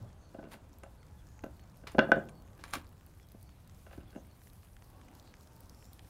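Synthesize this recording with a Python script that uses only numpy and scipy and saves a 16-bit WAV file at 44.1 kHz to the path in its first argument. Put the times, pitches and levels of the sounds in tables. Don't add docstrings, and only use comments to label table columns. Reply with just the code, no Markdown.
import sys
import numpy as np
from scipy import signal
from scipy.io import wavfile

SR = 44100
rng = np.random.default_rng(int(sys.argv[2]) if len(sys.argv) > 2 else 0)


def master(y):
    cut = np.clip(np.atleast_2d(y).T, -1, 1)
    pcm = np.round(cut * 32767)
    wavfile.write(sys.argv[1], SR, pcm.astype(np.int16))


N = 268569

# frequency in Hz, relative level in dB, t60 in s before the contact scales it.
TONG_MODES = [(1146.3, -1.5, .04), (1611.6, -1.5, 0.019), (2317.7, -3, 0.026), (3200.5, -8.5, 0.017),
              (4107.3, -6, 0.014), (5520, -15, .03), (6423.3, 0, .02), (7320, -6.5, .06),
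              (8922.4, -0.5, 0.038), (9875.6, -3, .03), (10689, -4.5, 0.037), (11700, -12.5, 0.033),
              (13260, -17, .04), (14544, -22, 0.0096)]


def amp(db):
    return 10 ** (np.asarray(db) / 20)


def rms_one(x):
    return x / np.sqrt(np.mean(x ** 2) + 1e-20)


def in_time(rows):
    s, *columns = np.transpose(rows)
    return [np.interp(np.arange(N) / SR, s, column) for column in columns]


def at_hz(points, hz):
    points_hz, values = np.transpose(points)
    return np.interp(np.log(hz), np.log(points_hz), values)


def band(x, low_hz, high_hz):
    sos = signal.butter(2, [low_hz, min(high_hz, .45 * SR)], "band", fs=SR, output="sos")
    return signal.sosfilt(sos, x)


def drift(rate_hz):
    r = np.exp(-200 * np.pi * rate_hz / SR)
    noise = rng.standard_normal(N // 100 + 802)
    return rms_one(signal.lfilter([1], [1, -2 * r, r * r], noise)[800:])


def ring(clicks, hz, t60):
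    r, w = amp(-60 / (t60 * SR)), 2 * np.pi * hz / SR
    return signal.lfilter([0, np.sin(w)], [1, -2 * r * np.cos(w), r * r], clicks + 1e-18)


def struck(times, modes, blow_db, spread_db, freedom):
    out = np.zeros(N + SR)
    hz, level_db, t60 = np.transpose(modes)
    ring_s = t60 * freedom
    t = np.arange(1 + int(ring_s.max() * SR)) / SR
    decay = np.exp(-np.log(1000) * t / ring_s[:, None])
    signs = (-1) ** np.arange(len(modes))
    luck = rng.standard_normal((len(times), 2, len(modes)))
    for s, row_db, (strength, shift) in zip(times, blow_db, luck):
        gain = amp(row_db + level_db + spread_db * strength) * signs
        pitch_hz = hz * (1 + .006 * shift)
        rings = decay * np.sin(2 * np.pi * pitch_hz[:, None] * t)
        out[int(s * SR):][:len(t)] += gain @ rings
    return out[:N]


def garden():
    # frequency in Hz, relative level in dB per Hz.
    spectrum = [(12, -42), (20, -13), (81, -1.5), (154, -14.5), (187, -13.5), (285, -13.5), (357, -18),
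                (485, -20), (678, -20), (873, -19.5), (976, -26.5), (1120, -25), (2460, -32), (12100, -38),
                (16000, -42.5)]
    # time in s, rumble (below 180 Hz) in dB, middle drone in dB.
    low_sounds = [(0.0, -41.5, -56.5), (.12, -54, -64), (.25, -57.5, -64.5), (.5, -55.5, -60),
                  (.7, -57, -65), (1.2, -54.5, -65.5), (2.3, -55, -62.5), (3.3, -56, -67.5),
                  (4.1, -55.5, -64.5), (4.7, -56.5, -68.5), (5.0, -57, -63), (6.09, -56, -65)]
    # time in s, hiss (from 1500 Hz) in dB, treble rustle (from 8 kHz) in dB.
    leaves = [(0.0, -74.5, -79), (1.2, -74.5, -77.5), (2.8, -75.5, -77), (4.0, -73, -74), (4.7, -75.5, -72),
              (5.2, -71, -76.5), (5.6, -73.5, -74), (6.09, -72, -73)]
    treble_flutter_db = 1.5438
    edges_hz, step = 20 * 2 ** np.arange(0, 9.9, 1 / 3), np.arange(N) / 100
    white, groups = rng.standard_normal((2, N)), np.zeros((4, N))
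    flutter = drift(9)
    for k, (low, high) in enumerate(zip(edges_hz, edges_hz[1:])):
        hz = np.sqrt(low * high)
        level_db = at_hz(spectrum, hz) + 1.0 * drift(2.3) + 0.98 * drift(14)
        gain = amp(level_db + treble_flutter_db * flutter * (hz > 4000))
        group = int(hz > 180) + int(hz > 1500) + int(hz > 8000)
        groups[group] += np.interp(step, np.arange(len(gain)), gain) * band(white[k % 2], low, high)
    levels_db = in_time(low_sounds) + in_time(leaves)
    return sum(amp(db) * rms_one(group) for db, group in zip(levels_db, groups))


def far_tones(rows):
    out, t = np.zeros(N + SR), np.arange(SR) / SR
    for s, length_s, start_hz, end_hz, level_db, breadth_hz in rows:
        r = np.exp(-np.pi * breadth_hz / SR)
        blur = signal.lfilter([1], [1, -2 * r, r * r], rng.standard_normal((2, 2 * SR)))[:, SR:]
        part = np.clip(t / length_s, 0, 1)
        phase = 2 * np.pi * np.cumsum(start_hz + (end_hz - start_hz) * part) / SR
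        tone = rms_one(blur[0] * np.cos(phase) + blur[1] * np.sin(phase))
        out[int(s * SR):][:SR] += amp(level_db) * np.sin(np.pi * part) * tone
    return out[:N]


def motor_whine():
    # start in s, length in s, start pitch in Hz, end pitch in Hz, level in dB, breadth in Hz.
    whine = [(.9, 0.6372, 841, 863, -77, 13.6), (1.0, 0.45, 1696, 1733, -81.5, 21.02),
             (4.8, 0.34799, 1074, 1180, -73.5, 50), (5.15, 0.73, 880, 932, -75, 21.04)]
    return far_tones(whine)


def birds():
    # start in s, level in dB.
    chirps, notes = [(.05, -78.5), (1.16, -75), (2.18, -76), (3.19, -75), (4.05, -74)], [(.2, -75.5), (.96, -78.5), (1.55, -77.5), (2.32, -77), (3.44, -78),
                                     (4.27, -78.5)]
    # length in s, start pitch in Hz, end pitch in Hz, breadth in Hz.
    chirp, note = (.075, 3550, 3200, 160), (0.11064, 4450, 4350, 222.2)
    rows = []
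    for calls, (length_s, start_hz, end_hz, breadth_hz) in ((chirps, chirp), (notes, note)):
        rows += [(s, length_s, start_hz, end_hz, db, breadth_hz) for s, db in calls]
    return far_tones(rows)


def breathy_patches():
    # start in s, length in s, centre in Hz, level in dB.
    patches = [(.14, 0.2008, 6300, -78.5), (1.219, 0.2959, 6650, -76), (2.43, 0.09556, 6600, -79),
               (3.2, 0.06132, 5470, -78.5), (4.15, 0.0759, 6400, -72), (5.24, .09, 4200, -71.5),
               (5.718, 0.2642, 7328, -75), (5.681, .3, 5499, -74)]
    breadth_hz = 802
    return far_tones([(s, length_s, hz, hz, db, breadth_hz) for s, length_s, hz, db in patches])


def ticks():
    # start in s, level in dB at its colour, colour in octaves above 1 kHz.
    clear_ticks = [(.0267, -52, 3.176), (0.1294, -57, 2.122), (0.7856, -47, 4.15), (0.7996, -55.5, 3.957),
                   (1.0298, -50.5, 1.103), (1.2696, -53, 1.937), (1.288, -51.5, 1.948),
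                   (1.392, -46.5, 1.2284), (1.441, -45.5, 2.874), (1.595, -52, 0.98),
                   (1.6396, -53.5, 1.536), (1.6978, -52, 2.185), (1.7711, -49.5, 3.689),
                   (2.288, -45.5, 1.225), (3.0641, -47, 3.724), (3.1984, -50, .7), (3.3193, -46, 3.671),
                   (3.4281, -45, 3.82), (3.492, -50, 0.54), (3.6755, -46, 3.845), (3.6964, -47, 1.609),
                   (4.2695, -51, 3.93), (4.4176, -49, 0.808), (4.4368, -51.5, 3.509),
                   (4.4718, -48.5, 1.301), (4.5332, -50, 3.725), (4.6317, -51.5, 0.64), (4.7664, -48.5, .8),
                   (4.8226, -50, 0.976), (4.9018, -48, 4.072), (5.014, -49.5, 1.003), (5.0842, -49, 1.521),
                   (5.1515, -46.5, 3.186), (5.1973, -47.5, 2.413), (5.2755, -51, 1.5), (5.34, -43, .9),
                   (5.4091, -52, 2.722), (5.354, -54, 2.61), (5.473, -49.5, 2.136), (5.564, -49, 3.502),
                   (5.6059, -44, 3.836), (5.634, -53.5, 3.53), (5.6576, -54.5, 2.4), (5.696, -42, 2.803),
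                   (5.7469, -48.5, 2.203), (5.8258, -49.5, 0.74), (5.8442, -48.5, 2.354),
                   (5.8539, -46.5, 2.367), (5.8644, -51, 3.299), (5.9324, -41.5, 3.432),
                   (5.9933, -41.5, .6)]
    # low edge in Hz, high edge in Hz.
    tick_bands = [(994, 3360), (3500, 7218.3), (8000, 15700)]
    narrow_db = 4.5
    faint_base_db, decay_s = -62.5, 0.0013
    out, t = np.zeros(N + 300), np.arange(300) / SR
    when, loudness, hue = rng.random((3, 320))
    faint_db = faint_base_db - 3.0 * np.log(loudness + .02)
    faint_ticks = np.c_[when ** .8 * N / SR, faint_db, .3 + 3.7 * hue]
    s, level_db, colour = np.r_[np.array(clear_ticks), faint_ticks].T
    noise = rng.standard_normal((len(s), len(t))) * np.exp(-t / decay_s)
    bursts = 0
    for low, high in tick_bands:
        part = band(noise, low, high)
        part = part / np.abs(part).max(axis=1, keepdims=True)
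        away = np.log2(np.sqrt(low * high) / 1000) - colour
        bursts = bursts + amp(level_db - narrow_db * away ** 2)[:, None] * part
    for start, burst in zip(s, bursts):
        out[int(start * SR):][:len(t)] += burst
    return out[:N]


def grate(blows):
    # frequency in Hz, t60 in s.
    dense_t60 = [(120, 0.8462), (250, 0.5505), (500, 0.3528), (1000, 0.3114), (2000, 0.2158), (4000, 0.25),
                 (8000, 0.0006)]
    # frequency in Hz, relative level in dB.
    dense_db = [(120, -3), (250, -2), (500, -3), (1000, -5), (2000, -3), (4000, -1.5), (8000, -10.5)]
    # frequency in Hz, level in dB, t60 in s.
    bars = [(139.87, -58.5, 0.68), (217.11, -64.5, .4), (342.42, -60.5, .4), (555.68, -58, 0.11),
            (1065.9, -65, 1), (1228.1, -64.5, 0.49)]
    t = np.arange(SR // 2) / SR
    edges_hz = 90 * 2 ** np.arange(0, 7.6, .5)
    tail = 0
    for low, high in zip(edges_hz, edges_hz[1:]):
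        hz = np.sqrt(low * high)
        t60 = at_hz(dense_t60, hz)
        envelope = amp(-60 * t / t60) * (1 - np.exp(-t / .003))
        dying = band(rng.standard_normal(len(t)), low, high) * envelope
        tail = tail + amp(at_hz(dense_db, hz)) * dying / np.sqrt(t60 * SR / 14)
    lasting = sum(amp(db) * ring(blows, hz, t60) for hz, db, t60 in bars)
    push = amp(-19.0) * band(np.abs(blows), 25, 110)
    return signal.fftconvolve(blows, tail)[:N] + lasting + push


def scrapes():
    # end of swell in s, swell in s, hold in s, fade in s, low-part level in dB,
    # treble over 5 kHz in dB relative to the low part.
    slides = [(0.521, 0.02458, 0.02003, 0.03822, -54.5, -6.5), (1.872, .003, 0.00206, 0.0465, -44, -20.5),
              (1.918, .03, .002, 0.0567, -58.5, -9), (2.591, .003, 0.0293, 0.0556, -64, -17),
              (2.638, 0.0039, 0.001913, 0.0597, -51, -15), (2.69, .08, 0.02934, 0.0481, -61.5, -5),
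              (2.736, .014, 0.00527, 0.06458, -39, -9), (3.925, .04, 0.019, .07, -63.5, -8.5)]
    range_db, slips_per_s = 25, 5000
    out = np.zeros(N)
    for peak_s, swell_s, hold_s, fade_s, level_db, treble_db in slides:
        start = int((peak_s - swell_s) * SR)
        t = np.arange(start, int((peak_s + hold_s + fade_s) * SR)) / SR
        chance, size, side = rng.random((3, len(t)))
        heights = amp(-2.5 * np.log(size + 1e-3))
        slips = (chance < slips_per_s / SR) * heights * np.sign(side - .5)
        rings = [amp(db) * ring(slips, hz, 0.082 * t60) for hz, db, t60 in TONG_MODES]
        low = rms_one(sum(rings[:5]) + amp(11.5) * band(slips, 900, 5000))
        high = rms_one(sum(rings[5:]) + amp(13.5) * band(slips, 5000, 14000))
        rising = (peak_s - t) / swell_s
        falling = np.clip(t - peak_s - hold_s, 0, 1) / fade_s
        touching = amp(level_db - range_db * np.maximum(rising, falling))
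        out[start:][:len(t)] += touching * (low + amp(treble_db) * high)
    return out


def tongs():
    # start in s, level in dB before the ring or blow offset, relative level in dB of modes over 6 kHz.
    clacks = [(0.835, -43, -3.5), (1.8702, -30.5, -31), (1.877, -36.5, -22.5), (1.9184, -46, 0),
              (2.293, -41.5, -6), (2.639, -27, -15), (2.655, -41, -28), (2.68, -41.5, -12),
              (2.709, -44.5, 0.5), (2.7286, -39.5, -22.5), (2.736, -17.5, -11.5), (2.7538, -23.5, -13.5),
              (2.814, -44, -20.5), (2.8448, -48, -10)]
    ring_db, bare_db = -17, -9
    s, level_db, treble_db = np.transpose(clacks)
    bright = np.transpose(TONG_MODES)[0] > 6000
    blow_db = level_db[:, None] + treble_db[:, None] * bright
    steel = struck(s, TONG_MODES, blow_db + ring_db, spread_db=1.5, freedom=1.4)
    clack = struck(s, TONG_MODES, blow_db + bare_db, spread_db=0.0, freedom=.15)
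    return steel, clack


def planks():
    # start in s, level at 700 Hz in dB before mode levels, deep modes in relative dB,
    # hardness as slope above 700 Hz in dB per octave, clear mode in relative dB.
    knocks = [(0.345, -46, -3.5, -8.5, -5), (0.385, -55.5, 12, -8, 1.3566), (0.391, -46.5, -5, -11, 4),
              (0.427, -50, -5.5, -6.5, 0.78), (0.439, -61, 10.5, 1.756, -3.5), (0.451, -59.5, 7.5, -2, -3),
              (0.469, -58.5, 5, -6, -0.6928), (0.539, -53, -5.5, 1.2085, -0.198),
              (0.834, -49.5, -7.5, -1.1576, -4.5), (0.861, -51.5, -19.5, -9, -7.5),
              (1.437, -40, -2, -4.5, -3.5), (1.461, -48.5, 0.82, -9.5, 1.33), (1.837, -57.5, 5.5, -5.5, 4),
              (1.947, -36, 0.1568, -11, -3.5), (1.983, -21, -4, -6.5, -1.5),
              (1.991, -23.5, -3, 1.1632, 8.5), (2.02, -31.5, -9, -11, -8), (2.029, -28.5, -26, -21, 0.8231),
              (2.09, -36.5, 1, -16.5, -5), (2.118, -19, -8.5, -5, 10.5), (2.164, -32.5, 0.3718, -12.5, -9),
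              (2.177, -38.5, 0, -15.5, -4), (2.591, -58, -4.5, -2.5, 0.0033),
              (2.736, -52.5, -14.5, 1.9548, 5), (2.756, -51.5, 1.5, 2, 7.5),
              (2.767, -64.5, 19, 4.5, 1.3537), (3.344, -57.5, 3, -12, -5.5),
              (3.865, -52, -11.5, -3.5, 0.0649), (3.91, -54, -13, -3, -3), (3.93, -54.5, -11, -1.5, 0.1126),
              (3.978, -54, 9.5, -7.5, 0.04), (4.009, -68, -8, 2, 2.5), (4.128, -63.5, 4, -0.5, 6.5),
              (4.149, -57.5, 2.5, -3.5, 1.2519), (4.159, -48, 4, -5.5, -3), (4.174, -53.5, 2.5, -8, -3.5)]
    # frequency in Hz, relative level in dB, free t60 in s.
    plank_modes = [(150, -8, 0.17), (214.25, 1, 0.1), (299.46, 4.5, 0.07), (391.79, 0.5, 0.074),
                   (460.82, -4.5, .08), (544.75, 1, 0.10993), (623.18, -2, 0.11), (680.59, -1.17, 0.096),
                   (813.87, -3.5, 0.069), (1038, -7, .07), (1180, -11, 0.055), (1258, -6, 0.044),
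                   (1346.7, -12.5, 0.15), (1515.8, 0.5, 0.062), (1714.9, -1.5, 0.027), (1915, -8.5, 0.036),
                   (2076.6, -6, 0.036), (2300, -6, .03), (2530, -3, 0.019), (2784.7, -3, 0.04),
                   (3020, -7.5, 0.02), (3329, -8.5, 0.026), (3660, -12, 0.021), (4070, -14, 0.015),
                   (4670, -13, .015), (5175, -15, .012), (6665, -22.5, 0.016)]
    deep_hz, middle_hz, clear_hz = 280, 700, 1504
    ring_freedom, bare_freedom = 0.7951, 0.12
    bare_db = 4
    s, level_db, deep_db, slope_db, clear_db = (c[:, None] for c in np.transpose(knocks))
    hz = np.transpose(plank_modes)[0]
    octaves = np.log2(hz / middle_hz)
    depth = np.clip(octaves / np.log2(deep_hz / middle_hz), 0, 1)
    clear = np.abs(np.log2(hz / clear_hz)) < .1
    blow_db = level_db + deep_db * depth + slope_db * np.clip(octaves, 0, 2.1) + clear_db * clear
    bare_blow_db = blow_db - 0.41 * clear_db * clear + bare_db
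    s = s[:, 0]
    wood = struck(s, plank_modes, blow_db, spread_db=2.5, freedom=ring_freedom)
    knock = struck(s, plank_modes, bare_blow_db, spread_db=2.5, freedom=bare_freedom)
    return wood, knock


def scene():
    wood, knock = planks()
    steel, clack = tongs()
    slide = scrapes()
    shaken = grate(knock + amp(-10.5) * wood + amp(-2.5) * clack + amp(-11) * slide)
    contacts = wood + amp(-11.0) * knock + steel + clack + slide + shaken
    far = birds() + breathy_patches() + motor_whine() + garden()
    return (contacts + ticks() + far)[None]


def record(dry):
    stop_hz = 16250
    return signal.sosfilt(signal.cheby2(14, 50, stop_hz, fs=SR, output="sos"), dry)


dry = scene()
out = record(dry)
master(out)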